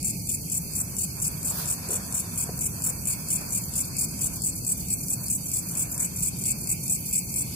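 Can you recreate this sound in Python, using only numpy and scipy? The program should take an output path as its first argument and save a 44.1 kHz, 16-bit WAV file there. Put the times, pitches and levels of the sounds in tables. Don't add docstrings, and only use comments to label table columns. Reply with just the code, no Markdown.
import sys
import numpy as np
from scipy import signal
from scipy.fft import rfft, irfft
from scipy.io import wavfile
from scipy.ndimage import uniform_filter1d

SR = 44100
rng = np.random.default_rng(int(sys.argv[2]) if len(sys.argv) > 2 else 0)


def unload_audio(sound):
    columns = np.transpose(np.atleast_2d(sound))
    steps = np.round(np.clip(columns, -1, 1) * 32767)
    wavfile.write(sys.argv[1], SR, steps.astype(np.int16))


def gain_from_decibels(decibels):
    exponent = np.asarray(decibels, float) / 20
    return 10 ** exponent


N = 332955

# pitch_hz, level_db (per Hz)
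HAZE_SPECTRUM = [(13, -58), (22, -49), (48, -8), (171, -1), (235, -10), (278, -12), (311, -15), (348, -18),
                 (524, -26), (884, -29.5), (971, -38.5), (1520, -55.5), (1900, -66), (2470, -80),
                 (4180, -120)]
# low_hz, high_hz, level_db, throb_hz
CHORUS_BANDS = [
    (2162, 2642, -53.5, 30),
    (4307, 5170, -47.5, 56),
    (2780, 3850, -60.5, 9),
]
# time_s, rest_db (between pulses), pulse_db (rise on a pulse)
FROG_PULSING = [
    (0, -60.5, 7),
    (1, -56.5, -1.5),
    (2, -57, 5.5),
    (3.1, -58, 6),
    (3.8, -58.5, 5),
    (5.4, -59, 3),
    (6.2, -59.5, 6),
    (6.8, -63.5, 14.5),
    (7.55, -54.5, 3.5),
]
# peak_s, level_db, rise_s, fall_s, treble_db
BRUSHES = [(.8, -58, 0.2, 0.31, -19), (1.19, -56.5, 0.055, 0.83, -20), (1.6, -47.5, 0.084, 0.096, 6.5),
           (1.91, -50, 0.21, 0.45, 0.5), (2.5, -54.5, 0.22, 0.22, -24), (2.9, -55, 0.22, 0.59, -24),
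           (3.45, -55.5, 0.6, 0.32, -22), (3.8, -58, 0.16, 0.56, -13), (4.25, -62, 0.36, 0.3, -20),
           (4.68, -64.5, 0.042, 0.29, -21), (5.22, -54.5, 0.11, 0.082, -11), (5.76, -54, 0.19, 0.23, -20),
           (5.96, -53.5, 0.085, 0.22, -26), (6.6, -61.5, .3, 0.29, -19), (7.46, -65, 0.29, 0.28, -21)]
# pitch_hz, level_db (per Hz)
RUSTLE_SPECTRUM = [(240, -37), (400, -6.5), (681, -3), (874, -8), (973, -0.5), (1210, -8), (1440, -5.5),
                   (2000, -13.5), (2600, -73), (4400, -120)]
# start_s, level_db, pitch_hz, t60_s, pan_db (left minus right)
FOOTFALLS = [(.648, -42, 300, 0.076, 8), (.976, -38, 358, 0.038, .5), (1.505, -34.5, 650, 0.12, 0),
             (1.62, -44, 820, .09, 0), (1.886, -30.5, 320, 0.32, 2), (1.915, -31, 317, .16, -3),
             (1.94, -39, 334, 0.09, 0), (2.488, -28, 510, 0.04, 1), (5.035, -43, 330, .06, .5),
             (5.759, -40, 600, 0.089, -3), (7.461, -44, 684, 0.091, 0)]
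# pitch_hz, width_hz, left_db, right_db
BUZZER_BODY = [(10830, 2700, -29, -8), (12530, 2800, 0, 1.5), (14400, 1500, -14.5, -6)]
# time_s, level_db
BUZZER_LEVEL = [
    (0.0, -41),
    (1.53, -36),
    (1.58, -32),
    (1.91, -42.5),
    (2.96, -36),
    (3.89, -42),
    (5.72, -37),
    (6.27, -41),
    (7.06, -36.5),
    (7.55, -36.5),
]
# pitch_hz, width_hz, left_db, right_db
FAR_WINGS = [(6100, 700, 0, 0), (7100, 900, 1, 1), (8100, 900, 1, 4), (9000, 900, -.5, 1.5),
             (9900, 1100, .5, 2.5), (11100, 1300, -1, 4), (12300, 1100, -3, 2), (13300, 1000, 0, 2.5),
             (14700, 1400, -6, -6)]
# last_stroke_s, peak_db
CRICKET_CHIRPS = [(3.4087, -34.5), (3.639, -34.5), (3.8755, -33.5), (4.1094, -34), (4.3588, -32),
                  (4.58, -31), (4.7976, -31), (5.0306, -31.5), (5.2584, -30.5), (5.483, -29.5),
                  (5.7109, -30.5), (5.9415, -29), (6.1874, -29), (6.4128, -29.5), (6.633, -30.5),
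                  (6.856, -30), (7.0835, -29.5), (7.3194, -32.5)]
# multiple (of the pitch), left_db, right_db
CRICKET_OVERTONES = [(1, -24, -19.5), (2, -31, -28), (3, -3, -5), (4, -6.5, -17), (5, -9, -26),
                     (6, -5.5, -27)]
# click_s, click_db
FULL_CHIRPS = [(0.0285, -14), (0.272, -17.5), (0.4993, -15), (0.7356, -17), (0.9665, -13.5), (1.201, -16),
               (1.4298, -15.5), (1.6573, -14), (1.888, -14.5), (2.125, -13), (2.3585, -18), (2.591, -14),
               (2.821, -14.5), (3.055, -12.5), (3.286, -14.5), (3.506, -16), (3.7375, -15), (3.9672, -12.5),
               (4.1918, -17), (4.4197, -12.5), (4.6486, -15), (5.283, -13.5), (5.516, -13), (5.7526, -13.5),
               (5.9785, -13), (6.2063, -14), (6.438, -12), (6.8798, -12.5), (7.1114, -16), (7.341, -12.5)]
# click_s, click_db
CUT_CHIRPS = [
    (4.8848, -16.5),
    (5.0835, -14),
    (6.673, -13),
]
# start_s, length_s, level_db
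CHIRP_STROKES = [
    (-.021, .014, -16),
    (.0075, .003, -12),
    (.0155, .021, 0),
    (.0395, .021, 0),
    (.0635, .021, -1),
]
# time_s, level_db, upper_db (extra upper wing ring as it turns)
KATYDID_EFFORT = [
    (0, -26, -3),
    (1.5, -26, -0.5),
    (3, -25, -1.5),
    (4, -25, -2.5),
    (4.7, -26.5, 6),
    (5.2, -26.5, 4),
    (6, -24.5, 2.5),
    (7, -25, 5),
    (7.55, -25.5, 4.5),
]
# pitch_hz, width_hz, left_db, right_db
KATYDID_WING = [(6200, 1250, -18.5, -22), (7290, 1300, -11, -13), (7900, 950, -4, -9),
                (8500, 940, -11.5, -11.5), (9660, 640, -10.5, -12), (10560, 380, -14.5, -13),
                (11500, 1000, -16, -16.5), (12850, 830, -17.5, -31), (13870, 1200, -12, -22),
                (15300, 830, -16.5, -24), (3270, 1220, -30, -34.5), (2522, 220, -32, -37.5)]
# pitch_hz, level_db (per bin)
SILENCE_LIMIT = [(800, -39), (1300, -29.5), (1900, -33), (2400, -23), (3000, -19.5), (4000, -19.5),
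                 (4700, -14.5), (5350, -10), (6500, -88), (10000, -37), (13500, -9), (14500, -11),
                 (16000, -6)]


def curve(table):
    time_s, *columns = np.transpose(table)
    return [np.interp(np.arange(N) / SR, time_s, column) for column in columns]


def level(x, db):
    return x * gain_from_decibels(db) / np.sqrt(np.mean(x ** 2))


def band(x, low_hz, high_hz, order=2):
    sos = signal.butter(order, [low_hz, min(high_hz, .45 * SR)], "band", fs=SR, output="sos")
    return signal.sosfilt(sos, x)


def stereo_gain(left_db, right_db):
    return gain_from_decibels(np.array([[left_db], [right_db]]))


def walk(rate_hz):
    hold = int(SR / rate_hz)
    held = np.repeat(rng.standard_normal(N // hold + 1), hold)
    return 1.3 * uniform_filter1d(uniform_filter1d(held, hold), hold)[:N]


def swell(peak_s, rise_s, fall_s):
    late = np.arange(N) / SR - peak_s
    return np.exp(np.where(late < 0, late / rise_s, -late / fall_s))


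def coloured(spectrum, alike_hz):
    hz = np.maximum(np.fft.rfftfreq(N, 1 / SR), 1)
    pitch_hz, level_db = np.transpose(spectrum)
    colour = gain_from_decibels(np.interp(np.log(hz), np.log(pitch_hz), level_db))
    mid, side = rfft(rng.standard_normal((2, N)))
    alike = 1 / (1 + (hz / alike_hz) ** 2)
    pair = [np.sqrt(1 + alike) * mid + sign * np.sqrt(1 - alike) * side for sign in (1, -1)]
    return level(irfft(colour * np.array(pair), N), 0)


def body(drive, modes):
    out = 0
    for pitch_hz, width_hz, left_db, right_db in modes:
        ring = band(drive(), pitch_hz - width_hz / 2, pitch_hz + width_hz / 2)
        out = out + stereo_gain(left_db, right_db) * ring / np.sqrt(width_hz / 1000)
    return out


def grass(x, lag_s, wet_db, t60_s):
    t = np.arange(int(.15 * SR)) / SR
    tails = rng.standard_normal((2, len(t))) * np.exp(-np.log(1000) * t / t60_s) * (t > .0004)
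    tails = tails / np.sqrt(np.sum(tails ** 2, axis=1, keepdims=True))
    delay = np.exp(-2j * np.pi * np.fft.rfftfreq(N, 1 / SR) * lag_s)
    late = irfft(rfft(x[1]) * delay, N)
    return np.array([x[0], late]) + gain_from_decibels(wet_db) * signal.fftconvolve(x, tails, axes=1)[:, :N]


def teeth(rate_hz, jitter):
    gaps = SR / rate_hz * np.exp(jitter * rng.standard_normal(int(2 * rate_hz * N / SR)))
    at = np.cumsum(gaps).astype(int)
    return at[at < N]


def rasp(force, modes, rate_hz, scatter_db, hiss_db):
    at = teeth(rate_hz, jitter=.25)
    size = gain_from_decibels(scatter_db * rng.standard_normal(len(at)))

    def drive():
        x = gain_from_decibels(hiss_db) * rng.standard_normal(N)
        x[at] += size * rng.uniform(-1.0, 1, len(at))
        return x * force
    return body(drive, modes)


def add_stroke(force, start_s, length_s, level_db):
    u = np.arange(int(length_s * SR)) / (length_s * SR)
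    stroke = gain_from_decibels(level_db) * np.minimum(u / 0.037, 1) * np.minimum((1 - u) / 0.2, 1)
    i = int(start_s * SR)
    force[i:i + len(u)] += stroke[:N - i]


def haze():
    return coloured(HAZE_SPECTRUM, alike_hz=483) * gain_from_decibels(-36.5 + 0.63 * walk(4.83))


def chorus():
    layers = []
    for low_hz, high_hz, level_db, throb_hz in CHORUS_BANDS:
        throb = gain_from_decibels([2.54 * walk(throb_hz) + 1.57 * walk(3.16) for _ in range(2)])
        noise = band(rng.standard_normal((2, N)), low_hz, high_hz, order=4)
        layers.append(level(throb * noise, level_db))
    frogs, crickets, filler = layers
    rest_db, pulse_db = curve(FROG_PULSING)
    t = np.arange(N) / SR
    lag_s, half_length_s = 0.066, 0.055
    pulse = sum(np.exp(-((t - click_s - lag_s) / half_length_s) ** 2 / 2)
                for click_s, _ in FULL_CHIRPS + CUT_CHIRPS)
    return frogs * gain_from_decibels(rest_db + pulse_db * pulse + 56.0) + crickets + filler


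def rustle():
    brush_power, edge_power = 0, 0
    for peak_s, level_db, rise_s, fall_s, treble_db in BRUSHES:
        shape = swell(peak_s, rise_s, fall_s) * gain_from_decibels(level_db)
        brush_power = brush_power + shape ** 2
        edge_power = edge_power + (shape * gain_from_decibels(treble_db)) ** 2
    brush = np.sqrt(brush_power) + gain_from_decibels(-75)
    grain = coloured(RUSTLE_SPECTRUM, alike_hz=300) * gain_from_decibels(1.8 * walk(40))
    hiss = level(band(rng.standard_normal((2, N)), 3700, 11000), 0)
    return (grain * brush + hiss * np.sqrt(edge_power)) * gain_from_decibels(5.0)


def steps():
    out = np.zeros((2, N))
    t = np.arange(int(.2 * SR)) / SR
    for start_s, level_db, pitch_hz, t60_s, pan_db in FOOTFALLS:
        decay = np.exp(-np.log(1000) * t / t60_s)
        burst = rng.standard_normal(len(t)) * np.minimum(t / 0.0064, 1) * decay
        burst = band(burst, 0.76 * pitch_hz, 1.6 * pitch_hz)
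        burst = burst / np.max(np.abs(burst)) * stereo_gain(level_db + pan_db / 2, level_db - pan_db / 2)
        i = int(start_s * SR)
        out[:, i:i + len(t)] += burst[:, :N - i]
    return out


def buzzer():
    pulse_hz = 440.4
    phase = np.cumsum(pulse_hz * (1 + .0025 * walk(12))) / SR
    at = np.flatnonzero(np.diff(np.floor(phase)))
    after = phase[at + 1] % 1 * SR / pulse_hz
    strong_weak = 1 - .45 * (np.arange(len(at)) % 2)
    size = strong_weak * gain_from_decibels(3.8 * rng.standard_normal(len(at)))
    pulses = np.zeros(N + 8)
    for tap in range(-7, 8):
        pulses[np.abs(at + tap)] += size * np.sinc(tap - 1 + after) * np.cos(np.pi * tap / 16) ** 2
    near = level(body(lambda: pulses[:N], BUZZER_BODY), 0)
    near = near * gain_from_decibels(curve(BUZZER_LEVEL)[0] - 4.5 + 1.0 * walk(6.3))
    crowd = []
    for side in range(2):
        singers = rasp(gain_from_decibels(1.06 * walk(25)), FAR_WINGS, rate_hz=1100, scatter_db=5.0, hiss_db=-7.0)
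        crowd.append(singers[side])
    return level(np.array(crowd), -38.5) + grass(near, -.0002, wet_db=-3.0, t60_s=.06)


def far_cricket():
    force = np.zeros(N)
    for last_stroke_s, peak_db in CRICKET_CHIRPS:
        for back in range(3):
            weaker_db = 7 * (back == 2)
            add_stroke(force, last_stroke_s - .003 - .0248 * back, .017, peak_db - weaker_db)
    force = uniform_filter1d(force, size=130)
    slide = 0.073 * np.gradient(np.log(uniform_filter1d(force, size=400) + 1e-3)) + 0.0068 * walk(500)
    pitch_hz = 2402
    phase = 2 * np.pi * np.cumsum(pitch_hz * (1 + slide)) / SR
    song = 0
    for multiple, left_db, right_db in CRICKET_OVERTONES:
        flutter = gain_from_decibels(4 * walk(300))
        song = song + stereo_gain(left_db, right_db) * flutter * np.sin(multiple * phase)
    scrape = rasp(force, FAR_WINGS, rate_hz=210, scatter_db=2.5, hiss_db=-14.5) * gain_from_decibels(10.5)
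    return grass(song * force * gain_from_decibels(-2.5) + scrape, .0001, wet_db=-3.0, t60_s=.05)


def near_katydid():
    force, click = np.zeros(N), np.zeros(N)
    for chirps, strokes in ((FULL_CHIRPS, CHIRP_STROKES), (CUT_CHIRPS, CHIRP_STROKES[:-1])):
        for click_s, click_db in chirps:
            click[int(click_s * SR) + np.array([0, 30])] = gain_from_decibels(click_db) * np.array([1, .6])
            for start_s, length_s, stroke_db in strokes:
                add_stroke(force, click_s + start_s, length_s, stroke_db + 1.04 * rng.standard_normal())
    level_db, upper_db = curve(KATYDID_EFFORT)
    song = rasp(force, KATYDID_WING, rate_hz=330, scatter_db=0.2, hiss_db=-22.0) * gain_from_decibels(level_db + 34.5)
    song = song + (gain_from_decibels(upper_db) - 1) * band(song, 7650, 8400)
    song = song + body(lambda: click, KATYDID_WING) * gain_from_decibels(23.5)
    return grass(song, lag_s=.00041, wet_db=-2.0, t60_s=.055)


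def scene():
    return haze() + chorus() + rustle() + steps() + buzzer() + far_cricket() + near_katydid()


def empty_bands(x, masking_db, load_db, luck_db):
    shape = dict(window="cosine", nperseg=2048, noverlap=1024)
    shift = 88
    hz, _, z = signal.stft(np.roll(x, -shift, axis=1), SR, **shape)
    bins = len(hz)
    power = np.mean(np.abs(z) ** 2, axis=0, keepdims=True)
    narrow = np.repeat(uniform_filter1d(power, size=9, axis=1)[:, 4::9], 9, axis=1)[:, :bins]
    pitch_hz, limit_db = np.transpose(SILENCE_LIMIT)
    limit = gain_from_decibels(np.interp(hz, pitch_hz, limit_db - 56.5))[:, None] ** 2
    shadow = uniform_filter1d(power, size=120, axis=1) * (hz[:, None] > 4500)
    limit = limit + gain_from_decibels(masking_db) ** 2 * shadow
    load = np.mean(power[:, hz > 6000], axis=1, keepdims=True) * (hz[:, None] > 1700)
    limit = limit + gain_from_decibels(load_db) ** 2 * load
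    luck = 2 * uniform_filter1d(rng.standard_normal((bins // 9 + 1, z.shape[2])), size=4, axis=1)
    limit = limit * gain_from_decibels(luck_db * np.repeat(luck, 9, axis=0)[:bins]) ** 2
    keep = 1 / (1 + (limit / (narrow + 1e-18)) ** 40)
    return np.roll(signal.istft(z * keep, SR, **shape)[1][:, :N], shift, axis=1)


def roll_off(x):
    return signal.sosfilt(signal.butter(12, 16670, fs=SR, output="sos"), x)


def record(dry):
    top_cut = signal.ellip(8, .2, 60, 15500, fs=SR, output="sos")
    mix = signal.sosfilt(top_cut, dry)
    mix = empty_bands(mix, masking_db=-12.5, load_db=-20.0, luck_db=5.5)
    return roll_off(mix)


dry = scene()
out = record(dry)
unload_audio(out)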